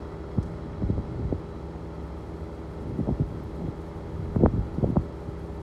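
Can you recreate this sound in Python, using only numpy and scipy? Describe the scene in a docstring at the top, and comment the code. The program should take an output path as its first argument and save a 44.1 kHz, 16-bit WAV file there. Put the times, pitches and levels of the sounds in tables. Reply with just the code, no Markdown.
"""In an open autumn field, an engine runs at a steady speed some way off.
Its exhaust drones and its shafts hum as sums of sinusoids, its gears whine faintly, and filtered noise
gives its roar and ringing casing. Gusts throw eddies at the microphone, each a short low pressure bump.
A stalk swishes and ticks close by in decaying bursts of noise; dry grass hisses as shaped steady noise."""
import sys
import numpy as np
from scipy import signal
from scipy.fft import rfft, irfft
from scipy.io import wavfile

SR = 44100
rng = np.random.default_rng(int(sys.argv[2]) if len(sys.argv) > 2 else 0)


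def transcribe(signal):
    """Save signal, clipped to [-1, 1], as a 16-bit WAV file at the path in sys.argv[1]."""
    frames = np.atleast_2d(signal).T
    limited = np.clip(frames, -1, 1)
    pcm = np.round(limited * 32767).astype(np.int16)
    wavfile.write(sys.argv[1], SR, pcm)


N = 247842  # length in samples
TIME, FREQ = np.arange(N) / SR, np.fft.rfftfreq(N, 1 / SR)  # s, Hz

FIRING_HZ = 81.77  # mean firing rate
WHINE_ORDER = 48  # gear whine as a multiple of the firing rate
WHINE_FLUTTER_DB = 1.5  # rms
SWIRL_DB = -11.5  # the swirl around an eddy, relative to its peak
RISE_SHARE = 0.5  # part of a gust's length spent swelling
GUST_EDGE_DB = -6.5  # level at the ends of that length, relative to the crest
EDGE_HZ = 15700  # upper band limit

# Exhaust note and gear tones. Each row: multiple of the firing rate, level in dB rms before fading.
EXHAUST_ORDERS = [(1, -55), (2, -45.5), (3, -58.5), (4, -49.5), (5, -47.5), (6, -55), (7, -55), (9, -65.5),
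                  (10, -58.5), (11, -59.5), (12, -63), (13, -72), (15, -73.5), (16, -65.5), (32, -82.5),
                  (40, -79)]
# Hum of other shafts and panels. Each row: mean frequency in Hz, level in dB rms before fading.
SHAFT_HUM = [(35, -61), (53.3, -49.5), (70.1, -43), (105.3, -52), (124, -62), (221, -56.5), (307, -54),
             (320.4, -54.5), (373.8, -52), (467, -62.5), (1203, -73), (2653, -94), (2897, -86), (3305, -84)]
# Gear whine, fading in and out with distance. Each row: time in seconds, level in dB rms before flutter.
GEAR_WHINE = [(0, -88), (.5, -82), (1.09, -75), (1.55, -78), (2.05, -90), (4.85, -84), (5.15, -78),
              (5.62, -83)]
# Ringing of the casing and panels. Each row: centre in Hz, width in Hz, level in dB rms before facing.
CASING_MODES = [(360, 110, -58.5), (603, 33, -61), (1266, 360, -61.5), (1440, 19, -72), (1777, 65, -72.5),
                (1976, 37, -73), (2144, 53, -74), (3300, 110, -77.5), (3950, 160, -77), (4250, 150, -83),
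                (4570, 100, -82), (5250, 70, -81.5)]
# The casing is a little louder while the microphone points up. Each row: time in seconds, gain in dB.
CASING_FACING = [(0, 3), (1.4, 0.2), (2.1, 0), (5.62, -1)]
# Spectrum of the engine's broad roar. Each row: frequency in Hz, relative density in dB per Hz.
ROAR_SPECTRUM = [(15, -21.5), (28, 6.5), (50, -9.5), (75, 7), (130, 2.5), (270, -2), (370, -5), (520, -6),
                 (800, -10.5), (1250, -15), (1600, -22), (2100, -23), (2700, -33), (6000, -74)]
# Eddies that thud on their own. Each row: time in seconds, peak in dB, centre in Hz,
# steepness of the treble fall, thinness of the bass (the last two are exponents without unit).
LONE_EDDIES = [(0.3799,-13,202,1.94,0.5), (0.3845,-28.5,510,1.46,1), (0.8212,-22,380,2.2,0.3),
               (0.8312,-15.5,116,1.28,0.37), (0.8982,-14,234,1.47,0.25), (0.927,-21.5,83,2.8,1.4),
               (0.969,-18,100,2.5,1.1), (0.9791,-23,264,1.07,0.2), (0.9884,-21,177.5,2.3,1.5),
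               (1.1934,-23,294,2.2,1), (1.2459,-21,110,1.7,0.8), (1.2986,-23.5,63,1.26,1.3),
               (1.3244,-14,315,1.58,1.1), (1.337,-25,116,3.8,1.4), (2.908,-27,256,2.3,1.5),
               (2.9883,-16.5,241,2.5,1.5), (2.999,-19.5,300,1.6,0.8), (3.006,-18,250,3,0.1),
               (3.024,-22,127,1.8,0.3), (3.073,-20,403,2.5,0.3), (3.086,-14.5,270,2.7,1.5),
               (3.091,-17.5,684,2.7,0.6), (3.1053,-20,210,2.1,0.6), (3.1113,-20,303,2.6,1.3),
               (3.1156,-18.5,130,2.2,1.5), (3.1967,-17.5,185,1.07,0.1), (3.2045,-18,195,3.4,0.8),
               (3.2166,-16,170,1.23,0.3), (3.616,-28,171,2.9,1.46), (3.6378,-26,170,2.4,0.1),
               (3.682,-22.5,190,1.3,0.6), (4.1896,-26,170,3,1.5), (4.219,-26,141,2.3,0.7),
               (4.261,-22.5,69.4,1.4,0.3), (4.3598,-22.5,690,1.35,0.04), (4.361,-12,189,1.68,1.5),
               (4.3858,-20,223,3.2,0.25), (4.4042,-24,600,2.6,0.1), (4.408,-16.5,340,1.9,0.4),
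               (4.4191,-17,356,2.2,1.5), (4.4236,-17.5,238,1.6,1.4), (4.4345,-6.5,450,2.1,0.2),
               (4.4419,-13.5,297,1.8,0.4), (4.4548,-20.5,283,1.5,1.5), (4.4602,-8.5,490,1.164,0.46),
               (4.474,-20,172,1.6,1.4), (4.5347,-18.5,170,2,1.4), (4.5584,-20,210,2,0.7),
               (4.5764,-18.5,195,1.27,0), (4.589,-23,89,1.3,1.5), (4.7807,-18,160,1.27,1.25),
               (4.826,-14,257,2,0), (4.8365,-20.5,356,1.2,0.1), (4.8424,-13,502,2.4,1.1),
               (4.8502,-19.5,171,3.1,0.3), (4.873,-22,253,1.7,1.1), (4.886,-21,129,1.54,1.5),
               (4.8992,-18,196,1.65,1.5), (4.9208,-24,134,1.5,1.5), (4.9582,-19.5,297,1.04,0.3),
               (4.962,-17.5,151,1.2,1.5), (4.968,-13,717,1.84,0.46), (4.9691,-10,215,1.94,1.4),
               (4.9886,-23,159,2.8,0.8), (5.2822,-24,163,3.3,1.3)]
# Gusts at the microphone. Each row: time of the crest in seconds, level in dB before a common trim,
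# length in seconds, centre of its eddies in Hz.
WIND_GUSTS = [(0.458, -33.5, 0.19, 128), (0.885, -32.5, 0.27, 172), (1.21, -32.5, 0.26, 159),
              (2.935, -33, 0.21, 213), (3.088, -35.5, 0.055, 527), (3.423, -37, 0.4, 191),
              (3.65, -34.5, 0.12, 340), (4.44, -31, 0.53, 119), (4.447, -28.5, 0.05, 234),
              (4.88, -34.5, 0.31, 239)]
# Dry stalks close by. Each row: start in seconds, level in dB, centre in Hz, width in octaves,
# time to decay by 60 dB in seconds.
STALK_BRUSHES = [(0.426, -47.5, 5650, 0.58, 0.042), (.45, -69, 6500, 0.6, .7),
                 (3.436, -51, 12800, .1, 0.018), (5.393, -55, 11000, .07, 0.018)]
# Spectrum of the grass hiss. Each row: frequency in Hz, relative density in dB per Hz.
GRASS_SPECTRUM = [(500, -24), (2400, 0), (3200, 5), (3700, 2.5), (4300, 3.5), (5300, -0.5), (7000, -2.5),
                  (9500, -5), (12000, -9.5), (15500, -19)]
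# Grass stirred by the breeze. Each row: time in seconds, level in dB before a common trim.
BREEZE_LEVEL = [(0, -75), (.7, -78), (2.8, -71.5), (5.62, -72)]


def gain_of(db):
    """Logarithmic level: 20 dB is a factor of ten in amplitude."""
    return 10 ** (np.asarray(db) / 20)


def evened(x):
    """Normalisation of power: scales to rms 1."""
    return x / np.sqrt(np.mean(x ** 2) + 1e-20)


def along(curve):
    """Linear interpolation: a control curve at every sample."""
    return np.interp(TIME, *np.transpose(curve))


def add(mix, s, sound):
    """Superposition: mixes a sound in at s seconds."""
    part = mix[round(s * SR):][:len(sound)]
    part += sound[:len(part)]


def noise(magnitude):
    """Spectral shaping: white noise filtered by the given magnitude, at rms 1."""
    return evened(irfft(rfft(rng.standard_normal(N)) * magnitude, N))


def colour(points):
    """Magnitude response through (Hz, dB) points on a logarithmic frequency axis."""
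    hz, db = np.transpose(points)
    return gain_of(np.interp(np.log(FREQ + 1), np.log(hz), db))


def drift(rate):
    """Low-passed chance of rms 1, changing up to about rate times a second."""
    return noise(np.exp(-(FREQ / rate) ** 2))


def engine_line(turns, multiple, db, blur, fade_db=1.13):
    """Propagation through moving air: a sinusoid whose level fades and whose phase wavers (radians rms)."""
    phase = 2 * np.pi * (multiple * turns + rng.random()) + blur * drift(9.5)
    level = gain_of(db + fade_db * drift(3.5))
    return level * np.sqrt(2) * np.cos(phase)


def casing_ringing():
    """Resonance: each mode of the casing passes a narrow band of noise around its centre."""
    ringing = np.zeros(N)
    for hz, width, db in CASING_MODES:
        resonance = 1 / (1 + (2 * (FREQ - hz) / width) ** 2)
        ringing += gain_of(db) * noise(resonance)
    return gain_of(along(CASING_FACING)) * ringing


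def engine(wander=0.00048, hum_blur=0.21, note_blur=0.092, roar_db=-42, throb=0.086, swell_db=0.5):
    """Periodic excitation: tones follow the firing rate, and each firing modulates the broadband noise."""
    turns = np.cumsum(FIRING_HZ * (1 + wander * drift(2.5))) / SR  # firings so far

    note = sum(engine_line(turns, order, db, note_blur) for order, db in EXHAUST_ORDERS)
    hum = sum(engine_line(turns, hz / FIRING_HZ, db, hum_blur) for hz, db in SHAFT_HUM)
    whine_db = along(GEAR_WHINE) + WHINE_FLUTTER_DB * drift(7.5)
    whine = engine_line(turns, WHINE_ORDER, whine_db, hum_blur)

    roar = gain_of(roar_db) * noise(colour(ROAR_SPECTRUM))
    # the noise throbs with each firing, and every second firing is stronger
    chop = 1 + throb * (np.cos(2 * np.pi * turns) + np.cos(np.pi * turns))
    swell = gain_of(swell_db * drift(23))
    return note + hum + whine + (roar + casing_ringing()) * chop * swell


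def eddy(hz, steep=1.37, thin=0.29, lag=0.89, lowest_hz=49, size=4096):
    """Dispersion: a mid-array bump whose frequencies each arrive lag cycles late, so it falls in pitch."""
    f = np.fft.rfftfreq(size, 1 / SR) + 1
    bass_cut = np.sqrt(1 + (lowest_hz / f) ** 6)
    body = (f / hz) ** thin * np.exp(-(f / hz) ** steep) / bass_cut
    bump = irfft(body * np.exp(-2j * np.pi * lag * np.log(f / hz)))
    return np.fft.fftshift(bump) * signal.windows.tukey(size) / abs(bump).max()


def wind(swirl_s=0.01094, swirl_octaves=0.74, swirl_top_hz=420, count=8):
    """Turbulent pressure: large eddies thud one by one, each amid a swirl of weaker ones."""
    thuds = np.zeros(N)
    for s, db, hz, steep, thin in LONE_EDDIES:
        bump = eddy(hz, steep, thin)
        start = s - len(bump) / 2 / SR
        add(thuds, start, gain_of(db) * bump)
        for late, higher in rng.uniform(-1, 1, (count, 2)):
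            weak_hz = min(hz, swirl_top_hz) * 2 ** (swirl_octaves * abs(higher))
            weak = eddy(weak_hz, steep=1.94, thin=0.9)
            add(thuds, start + swirl_s * late, gain_of(db + SWIRL_DB) * weak / np.sqrt(count))
    return thuds


def gusts(per_s=900, spread_db=2, trim_db=-0.5):
    """Shot noise: random arrivals of faint eddies form a churning stream that swells and dies away."""
    out = np.zeros(N)
    for s, db, length, hz in WIND_GUSTS:
        # 0 at the crest, 1 at either end of the gust's length
        away = np.maximum((s - TIME) / RISE_SHARE, (TIME - s) / (1 - RISE_SHARE)) / length
        strengths = gain_of(spread_db * rng.uniform(-1.7, 1.5, N))
        arrivals = (rng.random(N) < per_s / SR) * strengths
        stream = evened(signal.oaconvolve(arrivals, eddy(hz), "same"))
        out += gain_of(db + trim_db + GUST_EDGE_DB * away ** 1.4) * stream
    return out


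def stalks(rise_s=0.0046):
    """Friction and damping: each brush of a stalk is a burst of high noise that decays exponentially."""
    out = np.zeros(N)
    for s, db, hz, octaves, t60 in STALK_BRUSHES:
        band = np.exp(-.5 * (np.log2((FREQ + 1) / hz) / octaves) ** 2)
        envelope = gain_of(db - 60 * TIME / t60) * np.minimum(TIME / rise_s, 1)
        add(out, s, envelope * noise(band))
    return out


def grass(hiss_db=-66, fizz_trim_db=-2, flicker_db=1.7):
    """Incoherent sources: a smooth far hiss with less treble, and a finer near fizz that follows the breeze."""
    spectrum = colour(GRASS_SPECTRUM)
    far = gain_of(hiss_db) * noise(spectrum / (1 + (FREQ / 9000) ** 4))
    near = noise(spectrum * (FREQ / (FREQ + 7000)) ** 2)
    near_db = fizz_trim_db + along(BREEZE_LEVEL) + flicker_db * drift(25)
    return far + gain_of(near_db) * near


def scene():
    """Superposition: the pressures of all sources add at one microphone."""
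    return (engine() + wind() + gusts() + stalks() + grass())[None]


def record(dry):
    """Band limitation: the microphone sheds the deepest bass, the ends fade, and the treble is cut."""
    highpass = signal.butter(8, 34, "highpass", fs=SR, output="sos")
    lean = signal.sosfilt(highpass, dry)
    lean = lean * signal.windows.tukey(N, .001)
    lowpass = signal.firwin(511, EDGE_HZ, window=("kaiser", 9), fs=SR)
    return signal.oaconvolve(lean, lowpass[None], "same")


dry = scene()
out = record(dry)
transcribe(out)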